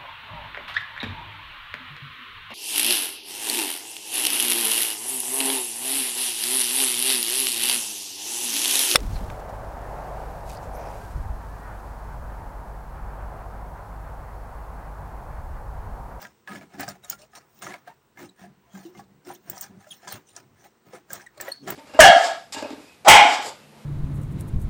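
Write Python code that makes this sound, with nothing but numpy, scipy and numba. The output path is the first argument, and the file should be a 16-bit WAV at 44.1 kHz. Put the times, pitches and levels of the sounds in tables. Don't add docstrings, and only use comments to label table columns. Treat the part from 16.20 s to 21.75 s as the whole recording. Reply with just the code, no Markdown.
import sys
import numpy as np
from scipy import signal
from scipy.fft import rfft, irfft
from scipy.io import wavfile
from scipy.ndimage import uniform_filter1d
from numba import njit

SR = 44100
rng = np.random.default_rng(int(sys.argv[2]) if len(sys.argv) > 2 else 0)


def store_wav(level_fs):
    pcm = np.round(np.clip(np.atleast_2d(level_fs), -1, 1) * 32767)
    wavfile.write(sys.argv[1], SR, pcm.T.astype(np.int16))


N = 244755

# time of full speed in seconds, run-up in
# seconds, hold in seconds, then rattle, swish and top swish levels in dB.
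SPINS = [(0.03, 0.088, 0.019, -45, -50, -60), (0.28, 0.015, 0.09, -43.5, -55, -63),
         (0.413, 0.024, 0.032, -56.5, -66.5, -71), (0.544, 0.081, .003, -50, -61, -72),
         (0.597, 0.029, .035, -38.5, -43.5, -49), (0.681, 0.01, 0.0029, -39, -41, -54),
         (0.84, 0.038, 0.013, -54.5, -59, -80), (0.906, .06, 0.024, -49, -44.5, -52),
         (0.993, 0.025, 0.03, -66, -55, -68), (1.165, 0.05, 0.01, -46, -48.5, -63),
         (1.365, 0.12, 0.033, -72, -62.5, -61), (1.426, 0.019, 0.0071, -38, -40, -49),
         (1.466, .02, 0.073, -42, -56, -66), (1.676, 0.035, .003, -50, -64, -67),
         (1.99, .03, 0.036, -46.5, -57, -59), (2.061, 0.043, .003, -67, -56, -72),
         (2.2, .05, 0.039, -52.5, -59.5, -68), (2.56, 0.1, 0.049, -53.5, -57, -63),
         (2.627, 0.041, 0.056, -69, -59.5, -63), (2.785, 0.1, 0.015, -57.5, -57, -66),
         (3.069, 0.029, 0.054, -48, -54.5, -60), (3.14, .02, .003, -58, -57, -60),
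         (3.295, 0.087, 0.092, -51.5, -58.5, -59), (3.371, 0.12, 0.073, -48.5, -49, -55),
         (3.605, 0.039, 0.054, -59, -65.5, -71), (3.737, 0.14, .012, -58, -52.5, -54),
         (3.848, 0.084, .003, -51.5, -60, -75), (3.882, .02, 0.051, -44.5, -40.5, -53),
         (3.955, 0.023, 0.0027, -44.5, -56.5, -55), (4.076, .025, 0.039, -72, -58, -74),
         (4.178, 0.062, .003, -51, -54.5, -66), (4.458, 0.13, 0.0025, -53, -57, -63),
         (4.669, 0.031, 0.037, -58, -64, -69), (4.752, 0.059, 0.0039, -46.5, -52, -65),
         (4.934, 0.052, 0.021, -41, -46, -52), (4.995, 0.022, 0.026, -51, -58, -70),
         (5.167, 0.059, 0.03, -57, -67, -75), (5.204, 0.018, 0.097, -45, -52.5, -58),
         (5.436, 0.023, .003, -75, -58.5, -76), (5.476, 0.018, 0.048, -34.5, -45.5, -54)]
RUN_UP_DB = 25
# rattle, swish and top swish, in dB per second.
COAST_DB_PER_S = [325, 392, 328]
# time of full level in seconds, hold in seconds, level in dB,
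# rumble centre in Hz.
ROCKS = [(.004, 0.0089, -56, 201), (0.04, 0.017, -53.5, 208), (0.316, 0.069, -43, 246),
         (0.417, 0.018, -46.5, 210), (.547, .02, -48.5, 232), (0.593, 0.026, -40, 286),
         (0.667, 0.034, -44.5, 186), (0.76, 0.048, -56, 155), (.92, 0.015, -52, 200),
         (1.18, .003, -55, 347), (1.37, 0.025, -61, 200), (1.442, 0.084, -45.5, 256),
         (1.687, .003, -57, 268), (1.999, 0.052, -45, 282), (2.213, 0.081, -50.5, 181),
         (2.386, .003, -59, 187), (2.564, 0.025, -45, 193), (2.653, .045, -52, 356),
         (2.772, 0.037, -47, 210), (2.865, .13, -60, 171), (3.085, 0.032, -42, 315),
         (3.294, 0.046, -45, 198), (3.39, 0.066, -57, 200), (3.508, 0.063, -50.5, 170),
         (3.727, .003, -59.5, 243), (3.875, .003, -49.5, 276), (3.95, .012, -48, 242),
         (4.138, 0.089, -59, 273), (4.424, .03, -61, 249), (4.673, .02, -54, 238), (4.75, 0.0038, -46, 344),
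         (4.918, 0.07, -51, 242), (5.191, 0.098, -51, 360), (5.433, 0.018, -44, 267),
         (5.483, 0.046, -34.5, 290)]
ROCK_RISE_S, ROCK_FALL_DB_PER_S = 0.051, 276
ROCK_RATTLE_DB = -18.5
# frequency in Hz, width in Hz, relative level in dB.
BOWL = [(625.4, 40, -10), (714.7, 50.5, -2), (800.3, 45, -1.5), (972, 41, -9), (1124, 350, -7.5),
        (1256, 18, -5), (1388, 120, -5.5), (1600, 176, -3), (1696, 88, -3), (1931, 120, -10.5),
        (2114, 110, -11), (2334, 14, -22)]
# frequency in Hz, width in Hz, relative level in dB before
BOARD = [(65, 25, -21), (104, 18, -0.5), (143.4, 5.7, -1.5), (193.9, 18.2, 1), (288.3, 21, -4.5),
         (361.6, 27, 1.5), (389, 6.7, -8.5)]
# frequency in Hz, relative density in dB per Hz.
SWISH = [(1800, -23), (2400, 2), (3140, 4), (4300, 3), (4700, 0), (5400, 7.5), (7300, 5.5), (8000, -3.5),
         (8900, 7.5), (10200, -23.5), (14000, -9)]
# start in seconds, peak in dB, low ring in Hz, high ring in Hz,
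# high ring in dB relative to the low ring.
KNOCKS = [(0.026, -38, 600, 1240, 10), (0.051, -30, 680, 1896, 14), (0.275, -28, 1090, 1696, 8.5),
          (0.319, -34, 680, 1670, 28), (0.411, -38.5, 647, 2280, 1), (0.548, -39.5, 805, 1700, -3),
          (0.597, -29, 757, 1690, -9), (0.63, -28.5, 701, 1330, -6), (0.679, -27.5, 593, 1580, 2),
          (0.845, -44.5, 588, 1630, 3), (0.927, -34, 578, 2290, 7), (1.133, -43.5, 803, 1706, 9),
          (1.423, -33, 770, 1270, 13), (1.466, -27.5, 733, 1250, 7), (1.507, -31.5, 740, 2040, 5),
          (1.54, -29, 704, 2190, 5), (1.675, -33, 706, 1760, -3), (1.973, -38, 765, 1676, 7),
          (2.238, -39, 710, 1675, -15), (2.55, -38.5, 760, 1245, 2), (2.75, -43.5, 750, 1170, 5),
          (2.793, -34.5, 805, 1620, -8), (3.101, -30, 790, 1190, -22), (3.33, -41.5, 783, 1630, -13),
          (3.371, -36, 742, 1250, -2), (3.668, -42.5, 611, 1355, -10), (3.829, -46, 696, 1310, -13),
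          (3.874, -30, 1000, 1285, 1), (4.165, -40, 702, 1670, 0), (4.733, -34, 505, 1280, -11.5),
          (4.904, -32, 550, 1630, 4.5), (5.175, -42, 595, 1300, -16), (5.201, -26, 566, 1800, 7.5),
          (5.281, -22.5, 555, 1950, -6.5), (5.475, -24, 662, 1920, 3)]
KNOCK_T60_S, KNOCK_HALVING_DB = 0.084, 21
TICK_T60_S, TICK_HALVING_DB = 0.02, 25
# start in seconds, peak of the body in dB, top band in dB relative to
# the main body band, body centre in Hz.
TICKS = [(0.0172, -39.5, 5, 4530), (0.596, -34, -4, 5200), (0.606, -31.5, 7, 8740), (0.631, -29, -20, 4900),
         (0.6804, -32, -18, 7700), (0.6877, -24.5, -1.5, 5500), (0.8455, -37, -32, 7100),
         (0.8983, -21.5, 6.5, 6900), (0.9223, -31.5, -13, 5200), (1.157, -39.5, -11, 5660),
         (1.4244, -34, -22, 8300), (3.049, -48, -7, 5560), (3.148, -45, -4, 6150), (3.2976, -29.5, 8, 7550),
         (3.378, -31, -8, 5700), (3.41, -23, 10, 7760), (3.878, -34, -15, 5050), (3.923, -37, 12, 8800),
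         (4.1633, -29, -34, 5920), (4.7344, -46, -11, 5500), (4.904, -37, -15, 6260),
         (4.9313, -22, 2, 7660), (5.0145, -44, -23, 5940), (5.064, -44.5, -24, 7900),
         (5.2102, -24, 4.5, 7420), (5.476, -41, -7, 5500), (5.5029, -26, 13.5, 7420)]
# start in seconds, level before the rise and fall in dB,
# frequency in Hz, decay time t60 in seconds.
THUDS = [(0.308, -35, 216, 0.13), (0.544, -36, 194, 0.1), (0.595, -30, 264, 0.094), (1.471, -38, 365, 0.16),
         (2.002, -36, 356, 0.23), (2.214, -40.5, 190.4, 0.25), (2.539, -34.5, 192, 0.37),
         (2.651, -27.5, 336, 0.11), (3.075, -34, 358, 0.12), (3.494, -36.5, 198, 0.1),
         (3.933, -38.5, 107, 0.15), (5.433, -30.5, 257, 0.072)]
# start in seconds, length in seconds, first and last frequency in Hz,
# level in dB, second and third partials in dB relative to the first.
SQUEAKS = [(0.835, 0.023, 3860, 3720, -49, -23, -7.5), (0.988, 0.078, 584, 644, -53, -15, -34),
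           (1.682, 0.051, 880, 930, -48.5, -11, -22), (2.09, 0.011, 4000, 3860, -50, -8, -27),
           (2.423, 0.082, 953, 1057, -66, -22, -30), (2.462, .05, 696, 680, -62, -20, -30),
           (3.151, 0.015, 2820, 3740, -55, -7, -28), (3.417, 0.063, 774, 821, -52, -2, -11),
           (3.705, 0.0079, 3790, 3520, -44.5, -22, -7), (3.708, 0.02, 3270, 3270, -36, -13, -9.5),
           (3.725, 0.0068, 3220, 2780, -41.5, -16, -17), (5.062, 0.014, 2010, 1830, -39, -20, -26)]
# frequency in Hz, t60 in seconds of the rest
STEEL = [(4282, 0.36), (4377, 0.57), (8608, 0.12), (8780, 0.19), (11520, 0.18), (11750, 0.21)]
# start in seconds, push in seconds, then the level in dB of each tone in
RINGS = [(5.313, 0.0099, -27, -38, -47), (5.281, .009, -66, -66, -41.5), (3.13, 0.012, -74, -75, -48.5)]
# frequency in Hz, relative density in dB per Hz.
KITCHEN = [(15, -64), (25, -72), (49, -6), (90, -3), (149, 5), (170, -7.5), (217, 5.5), (263, -4),
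           (384, 1.5), (607, -7), (936, -4.5), (1160, -7), (4140, -19.5), (8800, -21.5), (10200, -33.5),
           (13600, -32.5), (16000, -11.5)]
KITCHEN_DB = -63
MIC_TOP_HZ, TOP_HZ = 15850, 17100


def spin():
    s, rise_s, hold_s, *layer_db = np.transpose(SPINS)[:, :, None]
    gains = []
    for db, fall in zip(layer_db, COAST_DB_PER_S):
        gains.append(stretch(burst(s, rise_s, hold_s, db, fall).max(axis=0)))
    s, hold_s, rock_db, rock_hz = np.transpose(ROCKS)[:, :, None]
    rocks = burst(s, ROCK_RISE_S, hold_s, rock_db, ROCK_FALL_DB_PER_S)
    centre = rock_hz[rocks.argmax(axis=0), 0]
    centre = stretch(uniform_filter1d(centre, size=15))
    pieces = grains(700, 2, .9)
    rattle, low_modes = bowl_rattle(pieces)
    rumble = board_rumble(centre) + undb(ROCK_RATTLE_DB) * low_modes
    scrape = pieces + grains(330, 5.6, 0.33)
    out = gains[0] * rattle + gains[1] * blade_swish(scrape) + gains[2] * top_swish(scrape)
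    return out + stretch(rocks.max(axis=0)) * rumble


def bowl_rattle(pieces):
    modes = [undb(db) * flutter(pieces, hz, width, 6.5, 35) for hz, width, db in BOWL]
    broad = narrow(pieces, 1005., 890., 1005., 890.)
    rattle = unit(sum(modes)) + undb(-14) * broad
    return unit(rattle), unit(sum(modes[:3]))


def board_rumble(centre):
    rumble, power = 0, 0
    for hz, width, db in BOARD:
        octaves = abs(np.log2(hz / centre))
        rumble = rumble + undb(db - 10.5 * octaves) * flutter(rng.standard_normal(N), hz, width, 2.9, 14)
        power = power + undb(db - 11 * octaves) ** 2
    return unit(rumble / np.sqrt(power))


def blade_swish(scrape):
    patches = 0
    for hz in np.geomspace(2400, 13500, num=30):
        patches = patches + np.sqrt(hz) * flutter(scrape, hz, hz / 22, 7.8, 40)
    return colour(patches, SWISH) * undb(2 * walk(52))


def top_swish(scrape):
    return narrow(scrape, 15400., 1400., 15100., 2200.) * undb(3 * walk(50))


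def knocks():
    out, t = np.zeros(N), np.arange(int(.25 * SR)) / SR
    hz, _, db = np.transpose(BOWL)[:, :, None]
    for s, peak_db, low_hz, high_hz, high_db in KNOCKS:
        t60 = harder(KNOCK_T60_S, peak_db, KNOCK_HALVING_DB)
        share = undb(db - 13 + (hz > 1150) * high_db + 10.2 * rng.standard_normal(hz.shape))
        modes = share * np.sin(2 * np.pi * (hz * t + rng.random(hz.shape)))
        ring = np.sum(modes, axis=0) + np.sin(2 * np.pi * low_hz * t)
        high = undb(high_db) * np.sin(2 * np.pi * high_hz * t)
        crack = undb(high_db) * band(rng.standard_normal(len(t)), 2170., 1770.)
        sound = ring * fade(t, t60, 0.0012) + high * fade(t, 0.43 * t60, 0.00015)
        sound += crack * fade(t, 0.027, 0.00017)
        add(out, s, undb(peak_db) * sound / np.max(abs(sound)))
    return out


def ticks():
    out, t = np.zeros(N), np.arange(int(.15 * SR)) / SR
    for s, peak_db, top_db, hz in TICKS:
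        t60 = harder(TICK_T60_S, peak_db, TICK_HALVING_DB)
        body_noise, top_noise = rng.standard_normal((2, len(t)))
        body = narrow(body_noise, hz, 870., hz, 2100.)
        body += .5 * narrow(body_noise, 6850., 3500., 6850., 3500.)
        top = narrow(top_noise, 15400., 1800., 15200., 2600.)
        shape = fade(t, t60, .0003) + undb(-18) * fade(t, 5 * t60, .002)
        sound = shape * (body + undb(top_db) * top)
        add(out, s, undb(peak_db) * sound / np.max(abs(shape * body)))
    return out


def thuds():
    out, t = np.zeros(N), np.arange(int(.3 * SR)) / SR
    for s, level_db, hz, t60 in THUDS:
        add(out, s, undb(level_db) * np.sin(2 * np.pi * hz * t) * fade(t, t60, 0.0073))
    return out


def squeaks():
    out, t = np.zeros(N), np.arange(int(.15 * SR)) / SR
    for s, length, hz0, hz1, db, *upper_db in SQUEAKS:
        u = np.linspace(0, 1, int(length * SR))
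        phase = 2 * np.pi * np.cumsum(hz0 + (hz1 - hz0) * u) / SR
        roughness = min(.25 + 6 * length, .7)
        for k, part_db in enumerate([0] + upper_db, 1):
            grip = 1 + roughness * unit(band(rng.standard_normal(len(u)), 60., 120.))
            partial = grip * np.sin(k * phase) * np.sin(np.pi * u) ** 0.51
            add(out, s, undb(db + part_db) * partial)
            fuzz = narrow(rng.standard_normal(len(t)), k * hz1, 0.11 * hz1, k * hz1, 0.22 * hz1)
            add(out, s + length / 2, undb(db + part_db - 17) * fuzz * fade(t, .14, .004))
    return out


def rings():
    out, t = np.zeros(N), np.arange(int(.3 * SR)) / SR
    for s, push, *pair_db in RINGS:
        for k, (hz, t60) in enumerate(STEEL):
            swell = np.where(t < push, (t / push) ** 1.45, np.exp(-(t - push) / 0.0028))
            rest = undb(-16.5) * np.minimum(t / push, 1) * 1000. ** (-t / t60)
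            rest *= np.clip((.13 - t) / 0.015, 0, 1)
            rough = unit(band(rng.standard_normal(len(t)), hz, 85.))
            tone = np.sin(2 * np.pi * (hz * t + rng.random()))
            sound = swell * tone + rest * (.5 * tone + .5 * rough)
            add(out, s, undb(pair_db[k // 2]) * sound)
    return out


def kitchen():
    air = rng.standard_normal(N)
    bands = 0
    for hz in np.geomspace(30, 16000, num=19):
        depth_db = 7 if hz < 150 else 2.5
        bands = bands + np.sqrt(hz) * flutter(air, hz, hz / 3, depth_db, 8)
    return undb(KITCHEN_DB) * colour(bands, KITCHEN)


def grains(per_s, spread_db, smooth):
    hit_draw, size_draw = rng.random((N, 2)).T
    hits = (hit_draw < per_s / SR) * undb(-spread_db * np.log(1 - size_draw))
    crackle = signal.lfilter([1], [1, -np.exp(-1 / (0.0025 * SR))], hits)
    return (unit(crackle) + smooth) * rng.standard_normal(N)


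def flutter(x, hz, width_hz, depth_db, rate):
    return undb(depth_db * walk(rate)) * unit(band(x, float(hz), float(width_hz)))


def burst(s, rise_s, hold_s, peak_db, fall_db_per_s):
    t = np.arange(N // 44 + 2) * 44 / SR
    rise_db = RUN_UP_DB * np.maximum(s - t, 0) / rise_s
    fall_db = fall_db_per_s * np.maximum(t - s - hold_s, 0)
    return undb(peak_db - rise_db - fall_db)


def stretch(steps):
    return np.interp(np.arange(N) / 44, np.arange(len(steps)), steps)


def harder(t60, peak_db, halving_db):
    return t60 * 2 ** (-(peak_db + 30) / halving_db)


def fade(t, t60, rise_s):
    return (1 - np.exp(-t / rise_s)) * 1000. ** (-t / t60)


def walk(rate):
    k = int(SR / rate)
    held = np.repeat(rng.standard_normal(N // k + 1), k)
    return uniform_filter1d(uniform_filter1d(held, k), k)[:N]


@njit
def band(x, hz, width):
    y, b, l = np.empty(len(x)), 0., 0.
    g, k = np.tan(np.pi * hz / SR), width / hz
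    for i in range(len(x)):
        v = (b + g * (x[i] - l)) / (1 + g * (g + k))
        b, l, y[i] = 2 * v - b, l + 2 * g * v, k * v
    return y


def narrow(x, hz1, width1, hz2, width2):
    return unit(band(band(x, hz1, width1), hz2, width2))


def colour(x, spectrum):
    hz, db = np.transpose(spectrum)
    f = np.maximum(np.arange(len(x) // 2 + 1) * SR / len(x), 1)
    gain = undb(np.interp(np.log(f), np.log(hz), db, left=-90, right=-90))
    return unit(irfft(rfft(x) * gain, len(x)))


def undb(db):
    return 10 ** (np.asarray(db) / 20)


def unit(x):
    return x / np.sqrt(np.mean(x ** 2))


def add(out, s, sound):
    i = int(s * SR)
    out[i:i + len(sound)] += sound[:N - i]


def scene():
    return (spin() + knocks() + ticks() + thuds() + squeaks() + rings() + kitchen())[None]


def record(dry):
    mic = signal.sosfilt(signal.ellip(8, .3, 45, MIC_TOP_HZ, fs=SR, output="sos"), dry)
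    return signal.sosfilt(signal.ellip(8, .2, 60, TOP_HZ, fs=SR, output="sos"), mic)


dry = scene()
out = record(dry)
store_wav(out)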